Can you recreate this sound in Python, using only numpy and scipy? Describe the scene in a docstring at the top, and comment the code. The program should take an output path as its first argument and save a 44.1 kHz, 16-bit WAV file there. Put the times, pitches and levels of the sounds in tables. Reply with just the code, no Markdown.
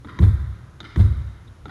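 """A floor boom fades under the ventilation of a large sports hall, and a palm slaps a volleyball.
The ball is dribbled on sprung wood, close to a low microphone: three slaps, two bounces between them.
It smacks the boards and knocks hollowly, and the floor booms in its deep modes.
A faint high hiss rises and falls with the boom.
The near walls throw each hit back, the hall rings on, and a shoe squeaks once, faintly."""
import sys
import numpy as np
from scipy import signal
from scipy.fft import rfft, irfft, next_fast_len
from scipy.io import wavfile
from scipy.ndimage import uniform_filter1d

SR = 44100
rng = np.random.default_rng(int(sys.argv[2]) if len(sys.argv) > 2 else 0)


def wav_record(signal):
    """Record a signal, one row per channel, as 16-bit PCM in the file named by sys.argv[1]."""
    frames = np.transpose(np.atleast_2d(signal))
    bounded = np.clip(frames, -1, 1)
    # unit amplitude maps onto the largest positive 16-bit level
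    quanta = np.round(bounded * 32767).astype(np.int16)
    wavfile.write(sys.argv[1], SR, quanta)


N = 74970


def amp(db):
    return 10 ** (np.asarray(db) / 20)


def unit_rms(x):
    return x / np.sqrt(np.mean(x ** 2) + 1e-20)


def along(points, hz):
    """Read a curve of (Hz, value) points on a log frequency axis."""
    point_hz, values = np.transpose(points)
    return np.interp(np.log(hz + 1), np.log(point_hz + 1), values)


def since(start):
    """Seconds since start, zero before it."""
    return np.maximum(np.arange(N) / SR - start, 0)


def strike(t, attack, t60):
    """A rise and an exponential fall, all times in seconds."""
    return (1 - np.exp(-t / attack)) * np.exp(-np.log(1000) * t / t60)


def filtered(x, response):
    """Shape x by a gain that depends on frequency in Hz."""
    size = next_fast_len(N + SR // 2)
    return irfft(rfft(x, size) * response(np.fft.rfftfreq(size, 1 / SR)), size)[:N]


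def noise(colour):
    """Noise of rms 1, coloured by (Hz, dB) points."""
    return unit_rms(filtered(rng.standard_normal(N), lambda hz: amp(along(colour, hz))))


def contact(colour, start, rough, t60):
    """Two surfaces meet: a coloured snap and a short rough trail, with the energy of 5 ms at rms 1."""
    size = next_fast_len(N + SR // 2)
    hz = np.fft.rfftfreq(size, 1 / SR)
    cepstrum = irfft(np.log(amp(along(colour, hz))), size)
    # minimum phase keeps the onset sharp
    snap = np.exp(rfft(2 * cepstrum[1:size // 2], size) * np.exp(-2j * np.pi * hz / SR))
    trail = rng.standard_normal(N) * strike(since(start), attack=0.00086, t60=t60)
    push = rough * unit_rms(trail) / np.sqrt(N)
    push[int(start * SR) + SR // 2000] += 1
    return unit_rms(filtered(push, lambda f: snap)) * np.sqrt(0.005 * SR / N)


# Room tone of the hall, all around the microphone. Each row: frequency in Hz, relative level in dB.
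VENTILATION_COLOUR = [(15, -48), (25, 3), (131, 6.5), (169, -9.5), (291, -14.5), (906, -22), (1410, -21),
                      (2180, -30.5), (2420, -29.5), (3660, -32), (4500, -35), (6620, -35.5), (7940, -43),
                      (10500, -38.5), (12000, -43), (15600, -80), (22000, -120)]

def ventilation(level_db=-44.5):
    """Moving air fills the hall with a steady low rush."""
    return amp(level_db) * noise(VENTILATION_COLOUR)


# The ball lands near the microphone; the first bounce, before time zero, is heard only as a fading boom.
# Each row: start in seconds, relative smack level in dB, relative boom level in dB.
BOUNCES = [(-.45, -23, 4.5), (0.1887, -29, 0), (0.9597, -29, -0.9)]
# Modes of the whole sprung floor under the microphone, then of its single planks.
# Each row: frequency in Hz, relative level in dB, t60 in seconds, swell time in seconds.
FLOOR_MODES = [(44.2, -17.7, 0.67, 0.0043), (65.08, -12.5, 1.13, 0.022), (75.8, -4.5, 0.23, 0.002),
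               (78.55, 7, 0.404, 0.13), (97.96, -4.05, 0.612, 0.068), (100.37, -3.5, 0.51, 0.017),
               (117.3, 1.5, 0.37, 0.14), (125.1, -20.5, 0.88, 0.027), (138.2, -30, 1.04, 0.074),
               (157.1, 2.5, 0.06, 0.0042), (179.44, -0.15, 0.09, 0.00555), (205.6, -23, 0.41, 0.0018),
               (203.3, -8.5, 0.047, 0.0026)]
PLANK_MODES = [(300, -4.5, 0.17, 0.069), (341.5, -50, 0.16, 0.0058), (343.3, -49, 0.57, 0.0029),
               (413.8, -15, 0.18, 0.067)]

def floor_boom(travel_at_100hz_s=0.01583, drop_db=11, drop_after_s=0.35, drop_s=0.015):
    """Bending waves spread through the floor, the high ones first; each mode swells and dies."""
    boom = np.zeros(N)
    for start, _, boom_db in BOUNCES:
        drop = np.minimum(since(start + drop_after_s) / drop_s, 1)  # the ring falls away suddenly
        level = amp(boom_db - drop_db * drop)
        for hz, db, t60, swell in [*FLOOR_MODES, *PLANK_MODES]:
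            t = since(start + travel_at_100hz_s * np.sqrt(100 / hz))
            envelope = (1 - np.exp(-t / swell)) * strike(t, swell, t60)
            boom += level * amp(db) * envelope * np.sin(2 * np.pi * hz * t)
    return boom


# Tone of the hiss heard with the boom. Each row: frequency in Hz, relative level in dB.
HISS_COLOUR = [(500, 15.5), (2500, 4), (5000, -12), (7000, -0.5), (11000, 0.5), (13000, 3)]

def boom_hiss(boom, gain_db=-44, growth=0.7):
    """A faint high hiss that rises and falls with the boom."""
    boom_rms = np.sqrt(np.abs(uniform_filter1d(boom ** 2, size=300)))
    return amp(gain_db) * noise(HISS_COLOUR) * boom_rms ** growth


# The palm on the ball, close to the microphone. Each row: start in seconds, crack level in dB,
# treble gain in dB, thump level in dB, hall send relative to the crack in dB,
# pitch of the cupped palm's pop in Hz, pop relative to the crack in dB.
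SLAPS = [(0.047, -38, -13, -34.5, 4, 1001, 8), (0.8038, -33, -0.5, -40.5, -1.5, 1356, -8),
         (1.656, -33, -11.5, -38.5, 0.5, 754, 11.5)]
# The crack at the microphone, the crack as it spreads into the hall, and the ball's hollow thump.
# Each row: frequency in Hz, relative level in dB.
CRACK_COLOUR = [(150, -8.5), (400, 1), (600, -5), (730, -12.5), (860, -5), (1080, -12.5), (1350, 2.5),
                (1600, -11), (2100, -5), (2600, -21), (3200, -8.5), (3650, 1.5), (4400, -13.5), (5200, -24),
                (6600, -18), (8000, -38), (12000, -37)]
SPREAD_COLOUR = [(150, -2), (400, -5.5), (700, -10.5), (1000, -2), (1400, -2), (1700, -6.5), (2150, -1.5),
                 (2600, -16.5), (3100, -3), (3700, -1.5), (4400, -16), (5300, -23), (6600, -14.5),
                 (8000, -29), (12000, -41)]
THUMP_COLOUR = [(40, -30), (100, 4.5), (160, -2.5), (240, -5), (310, -1.5), (420, -15), (700, -36.5),
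                (2000, -55)]

def palm_slaps(treble_hz=2600, pop_width_hz=70, hall_treble_share=0.57):
    """The palm cracks and pops on the ball, which thumps hollowly; the treble of the crack differs from slap to
    slap."""
    crack, crack_to_hall, thump = np.zeros((3, N))
    for start, db, treble_db, thump_db, send_db, pop_hz, pop_db in SLAPS:
        def pop(hz):
            damping = 1j * hz * pop_width_hz
            return 1 + amp(pop_db) * damping / (pop_hz ** 2 - hz ** 2 + damping)

        def treble(hz):
            return amp(treble_db / (1 + (treble_hz / (hz + 1)) ** 6))

        direct = contact(CRACK_COLOUR, start, rough=1.13, t60=0.056)
        crack += amp(db) * filtered(direct, lambda hz: pop(hz) * treble(hz))
        spread = contact(SPREAD_COLOUR, start, rough=0.65, t60=0.025)
        spread = filtered(spread, lambda hz: pop(hz) * treble(hz) ** hall_treble_share)
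        crack_to_hall += amp(db + send_db) * spread
        thump += amp(thump_db) * noise(THUMP_COLOUR) * strike(since(start), attack=0.0025, t60=0.57)
    return crack, crack_to_hall, thump


# Echoes off the walls nearest the microphone.
# Each row: base delay in seconds, relative level in dB, t60 of the scatter in seconds.
WALL_ECHOES = [(.024, -11.5, 0.028), (0.0364, -5.5, 0.053), (.043, -4.5, 0.14), (.095, -12.5, 0.068)]
# The ring of the hall beyond them. Each row: frequency in Hz, t60 in seconds.
HALL_DECAY = [(100, 1.52), (400, 2.04), (1400, 2.04), (3700, 1.34), (6000, 1.35), (11000, 0.26)]
# Tone of echoes and ring together. Each row: frequency in Hz, relative level in dB.
HALL_COLOUR = [(50, 1), (150, 2), (350, -5.5), (600, -5.5), (1000, -2.5), (1400, 3), (2000, 0.5),
               (3000, -4), (3700, -1.5), (5000, 9), (6500, -11.5), (12000, 4)]

def hall(sound, wall_lag_s, walls_db, tail_db=-2.5, tail_delay_s=0.034, tail_build_s=0.02):
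    """The near walls scatter the sound back, then comes a long tail whose treble dies first."""
    hz, t, spectra = signal.stft(rng.standard_normal(N), SR, nperseg=256)
    decay = np.exp(-np.log(1000) * t / along(HALL_DECAY, hz)[:, None])
    tail = signal.istft(spectra * decay, SR, nperseg=256)[1][:N]
    build = 1 - np.exp(-since(tail_delay_s) / tail_build_s)
    response = amp(tail_db) * unit_rms(tail * build)
    for delay, db, t60 in WALL_ECHOES:
        scatter = rng.standard_normal(N) * strike(since(delay + wall_lag_s), attack=0.00033, t60=t60)
        response += amp(db + walls_db) * unit_rms(scatter)
    response = filtered(response / np.sqrt(N), lambda f: amp(along(HALL_COLOUR, f)))
    return signal.fftconvolve(sound, response)[:N]


# Ball on wood, at close range. Each row: frequency in Hz, relative level in dB.
SMACK_COLOUR = [(150, 6.5), (400, -3), (550, -1.5), (750, -9.5), (1000, 2.5), (1250, -2.5), (1500, -1),
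                (1750, -3.5), (2050, -1), (2700, -22), (3200, -11.5), (3680, -1), (4700, -27),
                (5400, -25.5), (6500, -16.5), (7600, -43), (12000, -35.5)]

def ball_smacks(rough):
    """The ball's skin meets the varnished boards."""
    return sum(amp(db) * contact(SMACK_COLOUR, start, rough, t60=0.022)
               for start, db, _ in BOUNCES if start > 0)


# The boards just below the microphone. Each row: frequency in Hz, relative level in dB.
SHUDDER_COLOUR = [(100, -95), (170, 9), (210, 4), (235, 2.5), (270, -7.5), (310, 1), (360, 1), (400, -4.5),
                  (500, -13), (750, -25), (1000, -15), (2500, -40.5)]

def plank_shudder(gain_db=-22):
    """The many higher modes of the planks shudder briefly after each bounce."""
    return sum(amp(gain_db + db) * noise(SHUDDER_COLOUR) * strike(since(start), attack=0.032, t60=0.38)
               for start, _, db in BOUNCES)


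# Modes of the ball, heard from floor height.
# Each row: frequency in Hz, level relative to the boom in dB, t60 in seconds.
BALL_MODES = [(332, -12.5, 0.061), (370, -33, 0.13)]

def ball_knock(lag_s=0.0025):
    """The squashed ball knocks hollowly just after the smack."""
    knock = np.zeros(N)
    for start, _, boom_db in BOUNCES:
        t = since(start + lag_s)
        for hz, db, t60 in BALL_MODES:
            knock += amp(boom_db + db) * strike(t, attack=0.0094, t60=t60) * np.sin(2 * np.pi * hz * t)
    return knock


def plank_clatter(gain_db=-32, lag_s=0.0324):
    """The planks around the microphone knock as the main wave passes under them."""
    colour = [(200, -11), (400, 4.5), (580, 0), (800, 3),
              (1100, -17), (2500, -15), (4000, -15), (8000, -60)]
    return sum(amp(gain_db + db) * noise(colour) * strike(since(start + lag_s), attack=0.0022, t60=0.12)
               for start, _, db in BOUNCES)


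# A shoe near the microphone. Each row: start in seconds, pitch in Hz, level in dB, length in seconds.
SQUEAKS = [(1.473, 3740, -55.5, 0.016)]

def shoe_squeak(relative_width=0.088):
    """A sole chirps faintly on the varnish, in a narrow band."""
    squeak = np.zeros(N)
    for start, hz, db, length in SQUEAKS:
        band = filtered(rng.standard_normal(N), lambda f: np.exp(-((f / hz - 1) / relative_width) ** 2))
        envelope = np.sin(np.pi * np.minimum(since(start) / length, 1))
        squeak += amp(db) * unit_rms(band) * envelope
    return squeak


def scene():
    """Ball and floor close to the microphone, the hall and its ventilation around them."""
    crack, crack_to_hall, thump = palm_slaps()
    boom = floor_boom()
    knocks = plank_shudder() + ball_knock() + plank_clatter()
    smacks = amp(1.5) * ball_smacks(rough=2.07)
    near = crack + thump + smacks + boom + knocks + shoe_squeak() + boom_hiss(boom)
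    palm_to_hall = crack_to_hall + amp(-12) * thump
    floor_to_hall = amp(-5) * ball_smacks(rough=0.38) + amp(-29) * boom + amp(-15) * knocks
    echoes = hall(palm_to_hall, wall_lag_s=0.001, walls_db=0.3)
    echoes += hall(floor_to_hall, wall_lag_s=0.0036, walls_db=4.0)
    return (near + echoes + ventilation())[None]


def record(dry, low_cut_hz=31, top_hz=12080):
    """One microphone, low over the floor: it loses the deepest bass and all above its band limit."""
    return filtered(dry[0], lambda hz: (hz < top_hz) / (1 + (low_cut_hz / (hz + 1)) ** 6))[None]


dry = scene()
out = record(dry)
wav_record(out)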